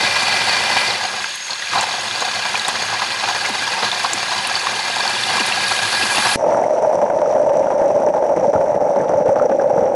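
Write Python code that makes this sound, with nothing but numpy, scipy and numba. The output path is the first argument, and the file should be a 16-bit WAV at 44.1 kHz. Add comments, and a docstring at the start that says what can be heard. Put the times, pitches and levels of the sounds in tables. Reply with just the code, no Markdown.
"""Tap filling a steel sink until the microphone floods

A jet drags air under: bubbles gurgle, spray splashes, foam fizzes and the basin rings along.
Drips ring, surface bubbles pop and air pockets plop. The water then closes over the microphone with
a thump, and the churning is heard as a dull, surging burble through its flooded port.
Sources are clouds of rising, dying sines and noise, each coloured by a spectrum, plus timed single events."""
import sys
import numpy as np
from scipy import signal
from scipy.fft import rfft, irfft, next_fast_len
from scipy.io import wavfile
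from scipy.ndimage import uniform_filter1d, minimum_filter1d
from numba import njit

SR = 44100
rng = np.random.default_rng(int(sys.argv[2]) if len(sys.argv) > 2 else 0)


def output_pcm(signal):
    """Save a mono or channel-first signal as 16-bit PCM at the path in sys.argv[1].

    Samples are clipped to [-1, 1] before scaling.
    """
    pcm = np.clip(np.atleast_2d(signal).T, -1, 1) * 32767
    wavfile.write(sys.argv[1], SR, np.round(pcm).astype(np.int16))


N = 438794
TIME = np.arange(N) / SR
FLOOD_S = 6.358   # water covers the microphone
PORT_HZ = 604   # resonance of the port as it floods


def from_db(db):
    """Decibels to gain."""
    return 10 ** (np.asarray(db) / 20)


def rms_one(x):
    """Scale to unit power."""
    return x / np.sqrt(np.mean(x ** 2) + 1e-20)


def drift(rate_hz):
    """Slow random wander of rms 1: noise through a two-pole low-pass, computed every 40 samples."""
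    r = np.exp(-80 * np.pi * rate_hz / SR)
    noise = rng.standard_normal(N // 40 + 2002)
    slow = signal.lfilter([1], [1, -2 * r, r * r], noise)[2000:]   # start-up dropped
    return np.interp(np.arange(N) / 40, np.arange(len(slow)), rms_one(slow))


def spatters(per_s, decay_s, rise_s=0.00095):
    """Random clumps of drops or bubbles: each a quick rise and a slower fall; mean 0, rms 1."""
    landings = (rng.random(N) < per_s / SR) * rng.uniform(.3, 1, N)
    rise, fall = np.exp(-1 / (rise_s * SR)), np.exp(-1 / (decay_s * SR))
    clumps = signal.lfilter([1], np.poly([rise, rise, fall]), landings + 1e-18)
    return rms_one(clumps - clumps.mean())


def colour(x, spectrum):
    """Causal (minimum-phase) filter with the given spectrum; rms 1."""
    size = 2 * next_fast_len(N // 2 + SR // 8)
    hz, db = np.transpose(spectrum)
    grid_hz = np.maximum(np.arange(size // 2 + 1) * SR / size, 1)
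    grid_db = np.interp(np.log(grid_hz), np.log(hz), db)
    cepstrum = irfft(np.log(from_db(grid_db)))
    # fold onto positive times: minimum phase
    cepstrum[1:size // 2] *= 2
    cepstrum[size // 2 + 1:] = 0
    return rms_one(irfft(rfft(x, size) * np.exp(rfft(cepstrum)))[:N])


def resonance(x, hz, width_hz):
    """Two-pole resonance, gain 1 on top."""
    r = np.exp(-np.pi * width_hz / SR)
    numerator = np.array([1, 0, -1]) * (1 - r * r) / 2
    denominator = [1, -2 * r * np.cos(2 * np.pi * hz / SR), r * r]
    return signal.lfilter(numerator, denominator, x + 1e-18)


def noise_band(count, hz, width_hz, second_width_hz):
    """Noise through two resonances in series."""
    once = resonance(rng.standard_normal(count), hz, width_hz)
    return resonance(once, hz, second_width_hz)


def play(events, sound):
    """Lay 0.25 s of sound(age, other columns) at each event's time and level."""
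    out, age = np.zeros(N + SR), TIME[:SR // 4]
    for s, db, *rest in events:
        at = max(round(s * SR), 0)
        out[at:at + len(age)] += from_db(db) * sound(age, *rest)
    return out[:N]


def swell(age, peak_s):
    """A quick rise to 1 and a slower fall."""
    return age / peak_s * np.exp(1 - age / peak_s)


def knock(age, hz, decay_s):
    """A heavily damped sine: one push of pressure."""
    return np.sin(2 * np.pi * hz * age) * np.exp(-age / decay_s)


@njit
def ring_bubbles(starts, steps, sizes, cycles, rise, out):
    """Each bubble is a dying sine (-60 dB over its life) whose pitch rises as it nears the surface."""
    out = out.copy()
    for k in range(len(starts)):
        life = int(cycles[k] * 2 * np.pi / steps[k])
        height, loss = sizes[k], np.exp(-np.log(1000) / life)
        for i in range(min(life, len(out) - starts[k])):
            out[starts[k] + i] += height * np.sin(steps[k] * i * (1 + rise * i / life / 2))
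            height *= loss
    return out


def bubbles(per_s, low_hz, high_hz, cycles, spread_db, wash, rise=0.16):
    """A spectrally flat cloud of bubbles, small ones commonest, on a wash of countless faint ones."""
    when, radius, force, damping, side = rng.random((int(per_s * N / SR), 5)).T
    hz = (np.sqrt(low_hz) + radius * (np.sqrt(high_hz) - np.sqrt(low_hz))) ** 2
    sizes = hz ** .75 * from_db(-spread_db * np.log(force + .02)) * np.sign(side - .5)
    starts, steps = (when * N).astype(np.int64), 2 * np.pi * hz / SR
    cloud = ring_bubbles(starts, steps, sizes, cycles * (.5 + damping), float(rise), np.zeros(N))
    bandwidth_share = (high_hz - low_hz) / (SR / 2)
    return rms_one(cloud) * np.sqrt(bandwidth_share) + wash * rng.standard_normal(N)


def basin_drum(force_db, lull, waver, clumps, gulp):
    """The basin shakes dully: low noise that follows the jet, with a jolt at each gulp."""
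    # relative spectrum: f/Hz, level/dB
    drum_colour = [(25, -44), (45, -35), (65, -26), (88, -2.5), (108, 5.5), (150, -2), (220, 4.5),
                   (295, -7), (365, 5.5), (450, -7.5), (700, -27)]
    level_db = -42 + 1.1 * force_db - 6 * lull + 1.4 * waver + 0.9 * clumps
    return colour(rng.standard_normal(N), drum_colour) * (from_db(level_db) + from_db(-20) * gulp)


def basin_ringing(force_db, clumps):
    """Spray patters on the steel; a pool under the jet changes which modes it reaches."""
    # modes: f/Hz, width/Hz, relative level/dB on bare steel, same in a pool, gain per jet force/(dB/dB)
    modes = [(586, 69, -8, -12, 1.2), (1645, 41, 1, 3.5, 1), (2020, 103, -2, -10.5, 1),
             (2373, 33, 3.5, -0.5, 1), (2640, 28, -28, -11, -1), (3410, 53, -12, -8, 0.5),
             (4505, 39, -0.5, -2, 1.3), (6500, 68, -20, -6, -0.7), (6700, 39, -27, -17.5, -0.5)]
    pool_s, change_s = 0.99, 0.13
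    pool = np.clip((TIME - pool_s) / change_s + .5, 0, 1)
    patter = rng.standard_normal(N) * from_db(1.63 * clumps)
    ringing = np.zeros(N)
    for hz, width_hz, bare_db, pool_db, follows in modes:
        gain = (1 - pool) * from_db(bare_db) + pool * from_db(pool_db)
        ringing += gain * from_db(follows * force_db) * resonance(patter, hz, width_hz)
    return rms_one(ringing) * from_db(-25)


def foam_fizz(force_db, clumps):
    """Tiny bubbles fizz; the finest stand out as the surface creeps up to the microphone."""
    # relative spectrum: f/Hz, level/dB
    fizz_colour = [(500, -70), (4000, -7), (6500, -2.5), (7800, -1.5), (9000, -2), (10500, -2),
                   (11300, -15), (12200, -57)]
    near_s, near_db = 0.67, 6.5
    foam = bubbles(per_s=3000, low_hz=4000, high_hz=12200, cycles=16, spread_db=-3.5, wash=1.0)
    nearness = np.exp(np.minimum(TIME - FLOOD_S, 0) / near_s)
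    foam += from_db(9.5) * nearness * resonance(foam, hz=11370, width_hz=1000)
    flicker_db = 0.34 * clumps + 1.22 * spatters(per_s=58, decay_s=0.0058)
    return colour(foam, fizz_colour) * from_db(-36.5 + 0.87 * force_db + near_db * nearness + flicker_db)


def spray_splash(force_db, waver, clumps, gulp):
    """Spray rings many small, lightly damped bubbles; each gulp throws more."""
    # relative spectrum: f/Hz, level/dB
    splash_colour = [(100, -80), (800, -12), (1400, -4), (1900, -0.5), (2100, 1.5), (2230, -7), (2450, 1),
                     (3000, -2), (4400, 0), (5200, -4.5), (6500, -11.5), (8000, -22.5), (12000, -49)]
    spray = bubbles(per_s=1700, low_hz=910, high_hz=10015, cycles=68, spread_db=3.0, wash=1.0, rise=0.076)
    splash = colour(spray, splash_colour) * from_db(0.49 * waver + 0.96 * clumps)
    return splash * (from_db(-24.5 + 0.89 * force_db) + from_db(-10.5) * gulp)


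def jet_gurgle(force_db, lull, waver, clumps, gulp):
    """Air dragged under by the jet rings as large bubbles, loudest in the gulps."""
    # relative spectrum: f/Hz, level/dB
    gurgle_colour = [(60, -54), (300, -27), (450, -11), (540, -4.5), (610, -10.5), (740, 3), (830, 1.5),
                     (1000, 1.5), (1300, -7), (1700, -7.5), (2600, -42)]
    cloud = bubbles(per_s=520, low_hz=303, high_hz=2593, cycles=22.6, spread_db=2.5, wash=0.79)
    level_db = -27.5 + 0.7 * force_db - 9.5 * lull + 0.8 * waver + 1.9 * clumps
    return colour(cloud, gurgle_colour) * (from_db(level_db) + gulp)


def pouring():
    """One wavering jet force drives drum, ringing, fizz, splash and gurgle together."""
    # jet force: t/s, level/dB
    jet = [(0.0, -22.5), (0.03, -19), (0.88, -19), (1.0, -25), (1.22, -26.5), (1.42, -30), (1.67, -27.5),
           (1.74, -21.5), (1.88, -24.5), (4.9, -23), (5.17, -21), (6.33, -20.4)]
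    # largest gulps of air dragged under: t/s, relative peak/dB, time to peak/s
    gulps = [(0.76, -22, 0.0051), (0.9, -21, 0.0041), (1.04, -29, 0.0075), (1.13, -33, 0.012),
             (1.495, -30.5, 0.015), (1.745, -21.5, 0.015), (2.218, -17, 0.0042), (2.539, -28.5, 0.0061),
             (2.683, -20.5, 0.0028), (2.738, -26, 0.0041), (2.914, -26, 0.011), (3.019, -19, 0.0049),
             (3.233, -22.5, 0.0077), (3.36, -31, 0.0047), (3.491, -26, 0.004), (3.772, -27, 0.0086),
             (3.823, -19, .01), (4.041, -22.5, 0.0056), (4.317, -24.5, 0.0047), (4.542, -26, 0.0031),
             (5.295, -24.5, 0.0094), (5.711, -24, 0.0066), (6.251, -21, .007)]
    usual_jet_db = -24
    force_db = np.interp(TIME, *np.transpose(jet)) - usual_jet_db
    # the thinned jet slips in, dragging less air under
    lull_start_s, lull_end_s, fade_s, return_s = 1.26, 1.72, .09, .03
    lull = np.minimum((TIME - lull_start_s) / fade_s, (lull_end_s - TIME) / return_s)
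    lull = np.clip(lull + .5, 0, 1)
    waver, clumps = drift(rate_hz=22), spatters(per_s=57, decay_s=0.0041)
    gulp = play(gulps, swell)
    basin = basin_drum(force_db, lull, waver, clumps, gulp) + basin_ringing(force_db, clumps)
    spray = foam_fizz(force_db, clumps) + spray_splash(force_db, waver, clumps, gulp)
    return basin + spray + jet_gurgle(force_db, lull, waver, clumps, gulp)


def plop(age, start_hz=520, end_hz=190, fall_s=0.00835, peak_s=0.0089):
    """A collapsing air pocket: a short tone that drops in pitch."""
    hz = end_hz + (start_hz - end_hz) * np.exp(-age / fall_s)
    return np.sin(2 * np.pi * np.cumsum(hz) / SR) * swell(age, peak_s)


def pop(age, hz):
    """A film tears with a sharp snap that scatters round the basin."""
    snap = 1.25 * knock(age, hz, decay_s=.0005) + .4 * knock(age, hz=2000, decay_s=.0006)
    scatter = rms_one(noise_band(len(age), hz, width_hz=3200, second_width_hz=3200))
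    return snap + 0.28 * scatter * np.exp(-age / .005)


def drip(age, hz, decay_s, rise_per_s):
    """One trapped bubble: a short tone that bends upward."""
    tone = np.sin(2 * np.pi * hz * age * (1 + rise_per_s * age))
    return tone * np.exp(-age / decay_s) * (1 - np.exp(-age / 0.0003))


def falling_drop(age, hz):
    """A drop smacks the surface and the bubble that it traps rings."""
    smack = rms_one(noise_band(len(age), hz, width_hz=2000, second_width_hz=2000))
    return drip(age, hz, decay_s=0.0041, rise_per_s=2.5) + from_db(-8.0) * smack * np.exp(-age / 0.004)


def surface_events():
    """Single drops, bursting surface bubbles and collapsing air pockets."""
    # drops: t/s, relative level/dB, start f/Hz
    drips = [(1.243, -11.5, 1590), (1.506, -11.5, 4260), (1.532, -14.5, 4100), (1.623, -15.5, 1860),
             (1.671, -17, 2380), (1.734, -10, 1200), (1.783, -13, 3900), (2.554, -11, 2390),
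             (2.595, -10.5, 3860), (2.648, -13, 3700), (3.019, -13, 1230), (3.198, -17, 3940),
             (3.257, -16, 2390), (3.456, -12.5, 2100), (3.915, -10, 3500), (4.38, -12.5, 4600),
             (4.554, -10, 4500), (4.669, -8, 1070), (5.077, -10.5, 4460), (5.236, -11, 3450),
             (5.396, -11, 2720), (5.522, -10, 2660), (6.025, -11.0, 2600), (6.171, -8, 2700)]
    # bursting bubbles: t/s, relative level/dB, f/Hz
    pops = [(1.357, -22, 10000), (1.8102, -9, 7100), (2.2059, -13, 6960), (2.6823, -7.5, 7920),
            (3.491, -22, 9400), (3.6351, -20, 7170), (4.1335, -5, 7140), (4.4722, -14, 9510),
            (5.3617, -19, 6910), (5.4006, -16, 6930), (5.464, -16, 9800)]
    # collapsing air pockets: t/s, relative level/dB
    plops = [(0.027, -23), (2.206, -28), (2.678, -36), (3.493, -19.5), (4.137, -23), (5.121, -36),
             (5.398, -16), (6.027, -20), (6.174, -19)]
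    return from_db(1.0) * play(drips, falling_drop) + play(pops, pop) + from_db(-6.5) * play(plops, plop)


def thump(age, low_hz=200, decay_s=0.0011):
    """Water slaps the port shut: a suck of pressure against a heavily damped ring of the port."""
    return knock(age, PORT_HZ, decay_s) - 1.34 * knock(age, low_hz, decay_s)


def bump(age, hz):
    """A large bubble bursts on the housing: a dull push that drops in pitch, with a small crack."""
    crack = noise_band(len(age), hz=1200, width_hz=2300, second_width_hz=2100) * np.exp(-age / .003)
    return plop(age, start_hz=400, end_hz=hz, fall_s=0.0042, peak_s=0.0051) + from_db(-6) * crack


def blip(age, hz):
    """A small bubble on the housing: a rising tone with a tiny click."""
    return drip(age, hz, decay_s=0.0026, rise_per_s=6.5) + 0.31 * knock(age, hz, decay_s=0.00014)


def housing_hits():
    """Large bubbles bump and small ones blip against the microphone housing."""
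    # large bubbles: t/s, relative level/dB, final f/Hz
    knocks = [(7.03, -19, 200), (7.945, -26, 110), (8.38, -23, 150), (8.47, -15, 170), (8.55, -16.5, 80),
              (8.825, -19, 190), (8.97, -17, 190), (9.012, -22, 130), (9.146, -15.5, 101),
              (9.203, -21, 150), (9.282, -19, 90), (9.5, -13.5, 190)]
    # small bubbles: t/s, relative level/dB, start f/Hz
    snaps = [(6.5462, -14, 1230), (6.6394, -21, 2010), (7.2594, -18, 1260), (7.3971, -24, 1420),
             (7.672, -20, 1350), (8.5425, -20, 1390), (8.56, -14, 1290), (9.0044, -23, 1650),
             (9.1494, -25, 1280), (9.398, -11, 1250), (9.42, -15, 1360), (9.5973, -11, 1530),
             (9.774, -22, 1270)]
    return play(knocks, bump) + from_db(2.0) * play(snaps, blip)


def sunk_fizz(sunk_s):
    """Fine bubbles heard through water; less treble gets in as it deepens."""
    # relative spectrum: f/Hz, level/dB
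    fizz_colour = [(900, -24.5), (2000, 0), (2500, -6), (3000, -12), (4300, -15.5), (5200, -10.5),
                   (5800, 3), (6500, -10), (7300, -14.5), (9000, -16), (10500, -22.5), (12000, -40)]
    cloud = bubbles(per_s=3000, low_hz=1500, high_hz=12100, cycles=9.9, spread_db=7.0, wash=0.86)
    return colour(cloud, fizz_colour) * from_db(-38.5 - 1.15 * sunk_s)


def sunk_rumble(sunk_s):
    """Large, heavily damped bubbles rumble, louder as the water deepens."""
    # relative spectrum: f/Hz, level/dB
    rumble_colour = [(20, -23.5), (50, -20), (100, -5.5), (200, 1.5), (330, 1), (500, -2.5), (1000, -38),
                     (3000, -74)]
    cloud = bubbles(per_s=300, low_hz=25, high_hz=920, cycles=4.4, spread_db=3.5, wash=0.34)
    return colour(cloud, rumble_colour) * from_db(-31.5 + 0.95 * sunk_s)


def flooded_port(cloud, sunk_s):
    """The port rings with the bubbles; all of its colour sinks as the water deepens."""
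    # relative spectrum: f/Hz, level/dB
    burble_colour = [(40, -50), (150, -26.5), (350, -9.5), (450, -8.5), (530, -2), (650, -2), (780, -6),
                     (910, -1), (1100, -16), (1400, -21), (1700, -22.5), (2200, -32.5), (3000, -42),
                     (10000, -82)]
    sag_hz_per_s = 14
    rung = colour(cloud + from_db(11.5) * resonance(cloud, PORT_HZ, width_hz=78), burble_colour)
    play_position = np.cumsum(1 - sag_hz_per_s / PORT_HZ * sunk_s)
    return np.interp(play_position, np.arange(N), rung)


def port_burble(sunk_s):
    """Bubbles ring the flooded port; evened out, so that surges more than single bubbles set the loudness."""
    cloud = bubbles(per_s=1100, low_hz=148.4, high_hz=4990, cycles=7.9, spread_db=1.0, wash=0.48)
    burble = flooded_port(cloud, sunk_s)
    power = uniform_filter1d(burble ** 2, size=900) + 1e-9
    return burble * from_db(-11 + 0.17 * sunk_s) / power ** 0.17


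def surging():
    """Gain of the churning: mostly a slackening, then a cloud at once; smaller clouds come at random."""
    # strongest clouds sweeping past: t/s, relative push/dB, level change just before/dB
    surges = [(6.437, -6, -2), (6.542, -6, 2.5), (6.595, -6, 9), (6.705, -4, -3), (6.825, -8, -2.5),
              (6.925, -8, -1), (7.015, 0, -3), (7.1, 4, -6), (7.216, 3, -3.5), (7.351, -4, -1),
              (7.399, -3, -1.5), (7.461, -7, -3.5), (7.702, -3, -5), (7.815, 1, 2), (8.064, 0, -3),
              (8.139, -7, -7), (8.223, -13, -5), (8.293, -2, -2), (8.363, -8, -7), (8.46, 0, 3),
              (8.531, -11, -9), (8.744, -7, -2.5), (8.814, 5.5, -3), (8.96, -7, -2.5), (9.092, -10, -3),
              (9.135, 4, 0), (9.257, -7.5, -9), (9.29, 4, -2.5), (9.358, 0, -7.5), (9.421, -7, -3.5),
              (9.495, -1, -8.5), (9.591, -2, -7), (9.642, -1, -1), (9.703, -7, -3.5), (9.759, -13, 0),
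              (9.841, -3, -5.5)]
    attack_s, decay_s, slack_s = .0009, 0.018, 0.03

    def arrive(age, lull_db):
        return (1 - np.exp(-age / attack_s)) * np.exp(-age / decay_s)

    def slacken(age, lull_db):
        return lull_db * np.clip(np.minimum(2 * age / slack_s, (slack_s - age) / attack_s), 0, 1)

    surge = play(surges, arrive)
    slack_db = play([(s - slack_s, 0, lull_db) for s, _, lull_db in surges], slacken)
    return (0.67 + 1.55 * surge) * from_db(2.1 * spatters(per_s=45, decay_s=0.012) + slack_db)


def under_water():
    """Bubble clouds surge past: fizz, rumble and the burble of the filling port, with hits on the housing."""
    sunk_s, push = np.maximum(TIME - FLOOD_S, 0), surging()
    fill_s = 0.088
    filled = np.clip(sunk_s / fill_s, 0, 1)
    wide = push ** 0.76 * sunk_rumble(sunk_s) + push ** 0.69 * sunk_fizz(sunk_s)
    return filled * push * port_burble(sunk_s) + (TIME > FLOOD_S) * wide + housing_hits()


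def limiter(x, ceiling, release_db_per_s):
    """The gain ducks just ahead of any peak over the ceiling and then recovers."""
    over_db = 20 * np.log10(np.maximum(np.abs(x) / ceiling, 1))
    recovery_db = release_db_per_s * TIME
    gain_db = recovery_db - np.maximum.accumulate(over_db + recovery_db)
    return x * from_db(uniform_filter1d(minimum_filter1d(gain_db, size=61), size=61))


def scene():
    """Sound through the air, then through the water; both channels alike."""
    in_air = pouring() + surface_events()
    open_port = np.exp(-np.maximum(TIME - FLOOD_S, 0) / 0.0024)
    flood = play([(FLOOD_S, 1.5)], thump)
    sunk = limiter(under_water() + flood, ceiling=0.5, release_db_per_s=247.5)
    mono = open_port * in_air + sunk
    return np.array([mono, mono])


def record(dry):
    """Clip at full scale, then cut the top steeply."""
    low_pass = signal.ellip(10, .1, 90, 11900, fs=SR, output="sos")   # order, ripple/dB, stop/dB, edge/Hz
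    return signal.sosfilt(low_pass, np.clip(dry, -1, 1))


dry = scene()
out = record(dry)
output_pcm(out)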